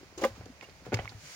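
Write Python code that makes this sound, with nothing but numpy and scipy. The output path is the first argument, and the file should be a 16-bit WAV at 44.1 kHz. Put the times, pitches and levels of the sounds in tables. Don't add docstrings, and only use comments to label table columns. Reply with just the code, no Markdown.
import sys
import numpy as np
from scipy import signal
from scipy.fft import rfft, irfft
from scipy.io import wavfile

SR = 44100
rng = np.random.default_rng(int(sys.argv[2]) if len(sys.argv) > 2 else 0)


def store_wav(level_fs):
    pcm = np.round(np.clip(np.atleast_2d(level_fs), -1, 1) * 32767)
    wavfile.write(sys.argv[1], SR, pcm.T.astype(np.int16))


N = 59535
T = np.arange(N) / SR
HZ = np.maximum(np.arange(N + 1) * SR / (2 * N), 1)


# (time [s], level [dB], contact resonance [Hz], Q [-])
BOARD_SLIPS = [(.1765, -28.5, 348, 7), (.1925, -29, 358, 6.9), (.218, -34.5, 458, 2.2),
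               (.2215, -26.5, 474, 3.1), (.2325, -23, 313, 3.9), (.236, -23.5, 417, 1.7),
               (.2388, -29.5, 1540, 1.9), (.2405, -13, 1960, 3.4), (.2452, -19, 1070, 1.24),
               (.2468, -35, 750, 4.3), (.2502, -17, 560, 2.7), (.254, -21.5, 556, 1.8)]
# (frequency [Hz], level [dB], t60 [s])
BOARD_MODES = [(233.3, -14, 0.16), (336, -21.5, 0.14), (378.5, -4, 0.054), (437, -7, 0.05), (543, 2, 0.064),
               (696, -2.5, 0.021), (805.7, -5.5, 0.063), (1053, -8, 0.078), (1169, -5.5, 0.059),
               (1510, -5, 0.057), (1682, -15.5, 0.047), (1900, -11.5, 0.013), (2010, -11, 0.025),
               (2810, -9.5, 0.044), (3400, -14, 0.04), (4910, -7.5, 0.04)]

def board_creak():
    return timber(BOARD_SLIPS, BOARD_MODES, shake_db=-4.5, shake_t60=0.047)


# (time [s], level [dB], contact resonance [Hz], Q [-])
DECK_KNOCKS = [(.012, -41, 380, 1.8), (.03, -32.5, 364, 6), (.125, -42.5, 360, 3.7), (.378, -34, 206, 3.1),
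               (.411, -38, 594, 0.65), (.459, -39, 447, 4), (.463, -35.5, 418, 1.1),
               (.627, -42.5, 1220, 0.4), (.688, -38, 540, 2.1), (.822, -43.5, 310, 1.3),
               (.852, -41, 1630, 1.9), (.8665, -29, 544, 1.54), (.876, -27.5, 446, 9),
               (.921, -24.5, 600, 0.8), (.9265, -20.5, 770, 0.92), (.9298, -16.5, 420, 1.4),
               (.9345, -19, 400, 0.94), (.971, -30, 1850, 0.33), (.9895, -27, 2050, 1.8),
               (.9925, -22.5, 674, 3), (.998, -35, 1330, 1), (1.020, -39, 710, 0.62),
               (1.0475, -40, 1120, 0.71), (1.0565, -30, 1050, 5.1), (1.121, -36.5, 860, 1.3)]
# (frequency [Hz], level [dB], t60 [s])
DECK_MODES = [(178, -8, 0.12), (289, -11.5, 0.046), (364, -6, 0.02), (507.6, -5, 0.025), (612, -16, 0.016),
              (720, -9, 0.015), (975, -11.5, 0.02), (1220, -16, 0.0073), (1414, -8.5, 0.015),
              (1730, -9, 0.018), (2160, -22, 0.013), (2280, -2, 0.0086), (3030, -11.5, 0.021)]

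def deck_clatter():
    return timber(DECK_KNOCKS, DECK_MODES, shake_db=-0.5, shake_t60=0.1)


# (time [s], level [dB], frequency [Hz], push duration [s], t60 [s])
HULL_THUDS = [(0.208, -52, 65.7, 0.0094, 1), (.303, -43.5, 103, 0.0042, 0.27),
              (0.392, -36, 103.5, 0.015, 0.039), (0.436, -41.5, 99.4, 0.0029, 0.13),
              (0.49, -42, 253, 0.013, 0.059), (0.869, -42.5, 119, 0.0036, 0.28),
              (0.887, -40, 195, 0.004, 0.059), (0.9352, -22, 109.6, 0.0069, 0.18),
              (0.995, -27, 92, 0.0024, 0.053), (1.02, -44, 59.3, 0.0143, .15),
              (1.042, -40, 107.6, .006, 0.24), (1.144, -38, 104, 0.0106, 0.14),
              (1.233, -47, 140.4, 0.0041, 0.13)]

def hull_boom():
    return sum(damped_sine(s, db, hz, push, t60) for s, db, hz, push, t60 in HULL_THUDS)


# (time [s], level [dB], centre frequency [Hz], Q [-], hold [s], t60 [s])
GRIT_TICKS = [(.177, -39.5, 6640, 3.1, 0.0058, 0.061), (0.212, -42, 6140, 1.3, .008, 0.036),
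              (0.215, -40.5, 14300, 1.2, 0.055, 0.11), (0.248, -26, 10100, 1.4, 0.0023, 0.021),
              (0.457, -42.5, 6100, 0.77, 0.0008, 0.022), (0.6107, -38, 2640, 3.7, 0.00059, 0.016),
              (0.695, -47.5, 2900, 1, .001, 0.034), (0.9417, -23.5, 2420, 1.1, 0.0015, 0.02),
              (.942, -29, 13000, .8, 0.0033, 0.016), (0.9438, -27.5, 5260, 4, 0.0016, 0.03),
              (0.972, -40, 4360, 6, 0.00056, 0.0067), (0.989, -40.5, 2970, 12, .008, 0.041),
              (1.0475, -45, 4430, 0.95, 0.00071, 0.0083), (1.055, -41.5, 2570, 2.8, 0.00069, 0.019),
              (1.092, -42, 4170, 2.7, 0.0028, 0.064)]

def ticks():
    out = 0
    for s, db, hz, q, hold, t60 in GRIT_TICKS:
        envelope = swell(s, 0.00046, t60, hold)
        band = abs(resonance(hz, q) * resonance(hz, 0.42))
        burst = rms_one(noise(band) * envelope)
        out = out + amp(db) * burst * np.sqrt(np.mean(envelope ** 2))
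    return out


# (time [s], level [dB], frequency [Hz], t60 [s])
FITTING_CLINKS = [(.9905, -24.5, 749, 0.034), (.9905, -30.5, 1994, 0.024), (.993, -29.5, 561, 0.046),
                  (1.0489, -44.5, 1080, 0.022), (1.0556, -33, 1140, 0.011), (1.0769, -28.5, 2196, 0.017)]

def clinks():
    return sum(damped_sine(s, db, hz, rise=0.00046, t60=t60) for s, db, hz, t60 in FITTING_CLINKS)


# (time [s], level [dB], rise [s], t60 [s])
SOLE_SCUFFS = [(0.178, -39.5, 0.003, 0.44), (0.209, -36, 0.016, 0.16), (.234, -30, 0.0046, 0.14),
               (.345, -51, .015, 0.43), (0.616, -44.5, 0.016, 0.16), (0.85, -45, 0.0086, 0.24),
               (0.925, -36, 0.0093, 0.22), (.975, -48.5, 0.055, 0.41)]
# (frequency [Hz], relative density [dB])
SOLE_SPECTRUM = [(300, 4.5), (800, 1), (2000, -7.5), (3500, -6), (6000, -9), (8200, -11), (12000, -13),
                 (15500, -8.5)]

def scuffs():
    envelope = sum(amp(db) * swell(s, rise, t60) for s, db, rise, t60 in SOLE_SCUFFS)
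    return envelope * noise(amp(over_hz(SOLE_SPECTRUM)) * high_pass(250))


# (time [s], level [dB])
CLOTH_ENVELOPE = [(1.0, -95), (1.12, -75), (1.2, -49.5), (1.26, -42), (1.35, -39.5)]
# (frequency [Hz], relative density [dB])
CLOTH_SPECTRUM = [(400, -10), (1000, -9), (2300, -2), (3500, -2), (5000, 1), (7000, 1.5), (8300, -0.5),
                  (12000, -3), (15500, -3)]

def rustle():
    return level(CLOTH_ENVELOPE) * noise(amp(over_hz(CLOTH_SPECTRUM)) * high_pass(250))


# (time [s], level [dB], starting frequency [Hz], t60 [s])
HULL_DRIPS = [(.622, -48, 2120, 0.078), (.640, -43.5, 2760, 0.067)]

def drips():
    glide_hz_per_s = 6700
    out = 0
    for s, db, hz, t60 in HULL_DRIPS:
        mean_hz = hz + glide_hz_per_s * (T - s) / 2
        out = out + damped_sine(s, db, mean_hz, rise=0.0026, t60=t60)
    return out


# (frequency [Hz], relative density [dB])
HISS_SPECTRUM = [(88, -68), (150, -1), (333, -3), (512, 0), (610, 1.5), (771, -3), (1070, -3), (1180, -6.5),
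                 (2080, -5.5), (2740, -8), (5410, -6.5), (8150, -22), (15800, -14)]
# (frequency [Hz], relative density [dB])
WASH_SPECTRUM = [(20, -42), (45, -13.5), (70, -8), (110, -15), (180, -17), (400, -29.5)]
# (time [s], level [dB])
WASH_ENVELOPE = [(0, -50.5), (.14, -54), (.22, -48.5), (.42, -52.5), (.58, -53), (.8, -52), (.92, -53),
                 (1.02, -51.5), (1.12, -47.5), (1.35, -57)]

def background():
    hiss = amp(-56) * noise(amp(over_hz(HISS_SPECTRUM)) * high_pass(80))
    wash = level(WASH_ENVELOPE) * noise(amp(over_hz(WASH_SPECTRUM)))
    return hiss + wash


def timber(contacts, modes, shake_db, shake_t60):
    force = sum(amp(db) * resonance(hz, q) * np.exp(-2j * np.pi * HZ * s) for s, db, hz, q in contacts)
    impulse_response = sum(damped_sine(0, db, hz, 1 / SR, t60) for hz, db, t60 in modes)
    ringing = irfft(force * rfft(impulse_response, 2 * N))[:N]
    return ringing + diffuse(ringing, shake_db, shake_t60)


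def diffuse(x, db, t60):
    tail = noise(high_pass(268)) * swell(0, 0.0022, t60)
    return amp(db) * signal.fftconvolve(np.atleast_2d(x), rms_one(tail) / np.sqrt(N), axes=1)[:, :N]


# (frequency [Hz], coherence [0-1])
COHERENCE = [(60, 0.69), (500, 0.81), (1000, 0.87), (2000, 0.1), (6000, 0), (15000, 0)]

def noise(gain):
    mid, side = rfft(rng.standard_normal((2, 2 * N)))
    alike = over_hz(COHERENCE)
    spectrum = np.sqrt(1 + alike) * mid + np.sqrt(1 - alike) * side * [[1], [-1]]
    return rms_one(irfft(gain * spectrum)[:, :N])


def damped_sine(s, db, hz, rise, t60):
    return amp(db) * np.sin(2 * np.pi * hz * (T - s)) * swell(s, rise, t60)


def swell(s, rise, t60, hold=0):
    decay = np.exp(-np.log(1000) * np.maximum(T - s - rise - hold, 0) / t60)
    return np.clip((T - s) / rise, 0, 1) * decay


def resonance(hz, q):
    return 1 / (1 + 1j * q * (HZ / hz - hz / HZ))


def high_pass(hz):
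    return HZ ** 2 / (HZ ** 2 + hz ** 2)


def over_hz(points):
    hz, value = np.transpose(points)
    return np.interp(np.log(HZ), np.log(hz), value)


def level(points):
    return amp(np.interp(T, *np.transpose(points)))


def amp(db):
    return 10 ** (np.asarray(db) / 20)


def rms_one(x):
    return x / np.sqrt(np.mean(x ** 2) + 1e-20)


def scene():
    contacts = board_creak() + deck_clatter() + ticks() + clinks()
    echo = diffuse(contacts, db=-22, t60=0.28)
    return contacts + echo + hull_boom() + scuffs() + rustle() + drips() + background()


# (frequency [Hz], left gain [dB], right gain [dB])
PORT_GAINS = [(99, -0.66, -1.8), (505, -1, -3), (860, -1.5, -1.5), (1250, -3.5, 0), (1550, -5, 1),
              (2270, -7, 2.5), (3460, -8.5, -5), (4860, -9.5, -1.5), (6000, -2.5, -8), (7300, -2.5, -19.5),
              (7950, -14.5, -35), (8870, -9, -18), (11500, -20, -23.5), (16500, -14, -13)]
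# (frequency [Hz], lead of the left [rad])
PORT_PHASE = [(100, 0.15), (600, 0), (1200, 1.1), (2200, 1.29), (6000, 0.19), (15000, 0.74)]

def record(dry):
    low_cut_hz, high_cut_hz = 36, 15900
    ports = np.array(PORT_GAINS)
    colour = amp([over_hz(ports[:, [0, 1]]), over_hz(ports[:, [0, 2]])])
    phase = np.exp(.5j * over_hz(PORT_PHASE) * [[1], [-1]])
    dry = signal.sosfilt(signal.butter(2, low_cut_hz, "high", fs=SR, output="sos"), dry)
    low_pass = 1 / np.sqrt(1 + (HZ / high_cut_hz) ** 300)
    return irfft(rfft(dry, 2 * N) * colour * phase * low_pass)[:, :N]


dry = scene()
out = record(dry)
store_wav(out)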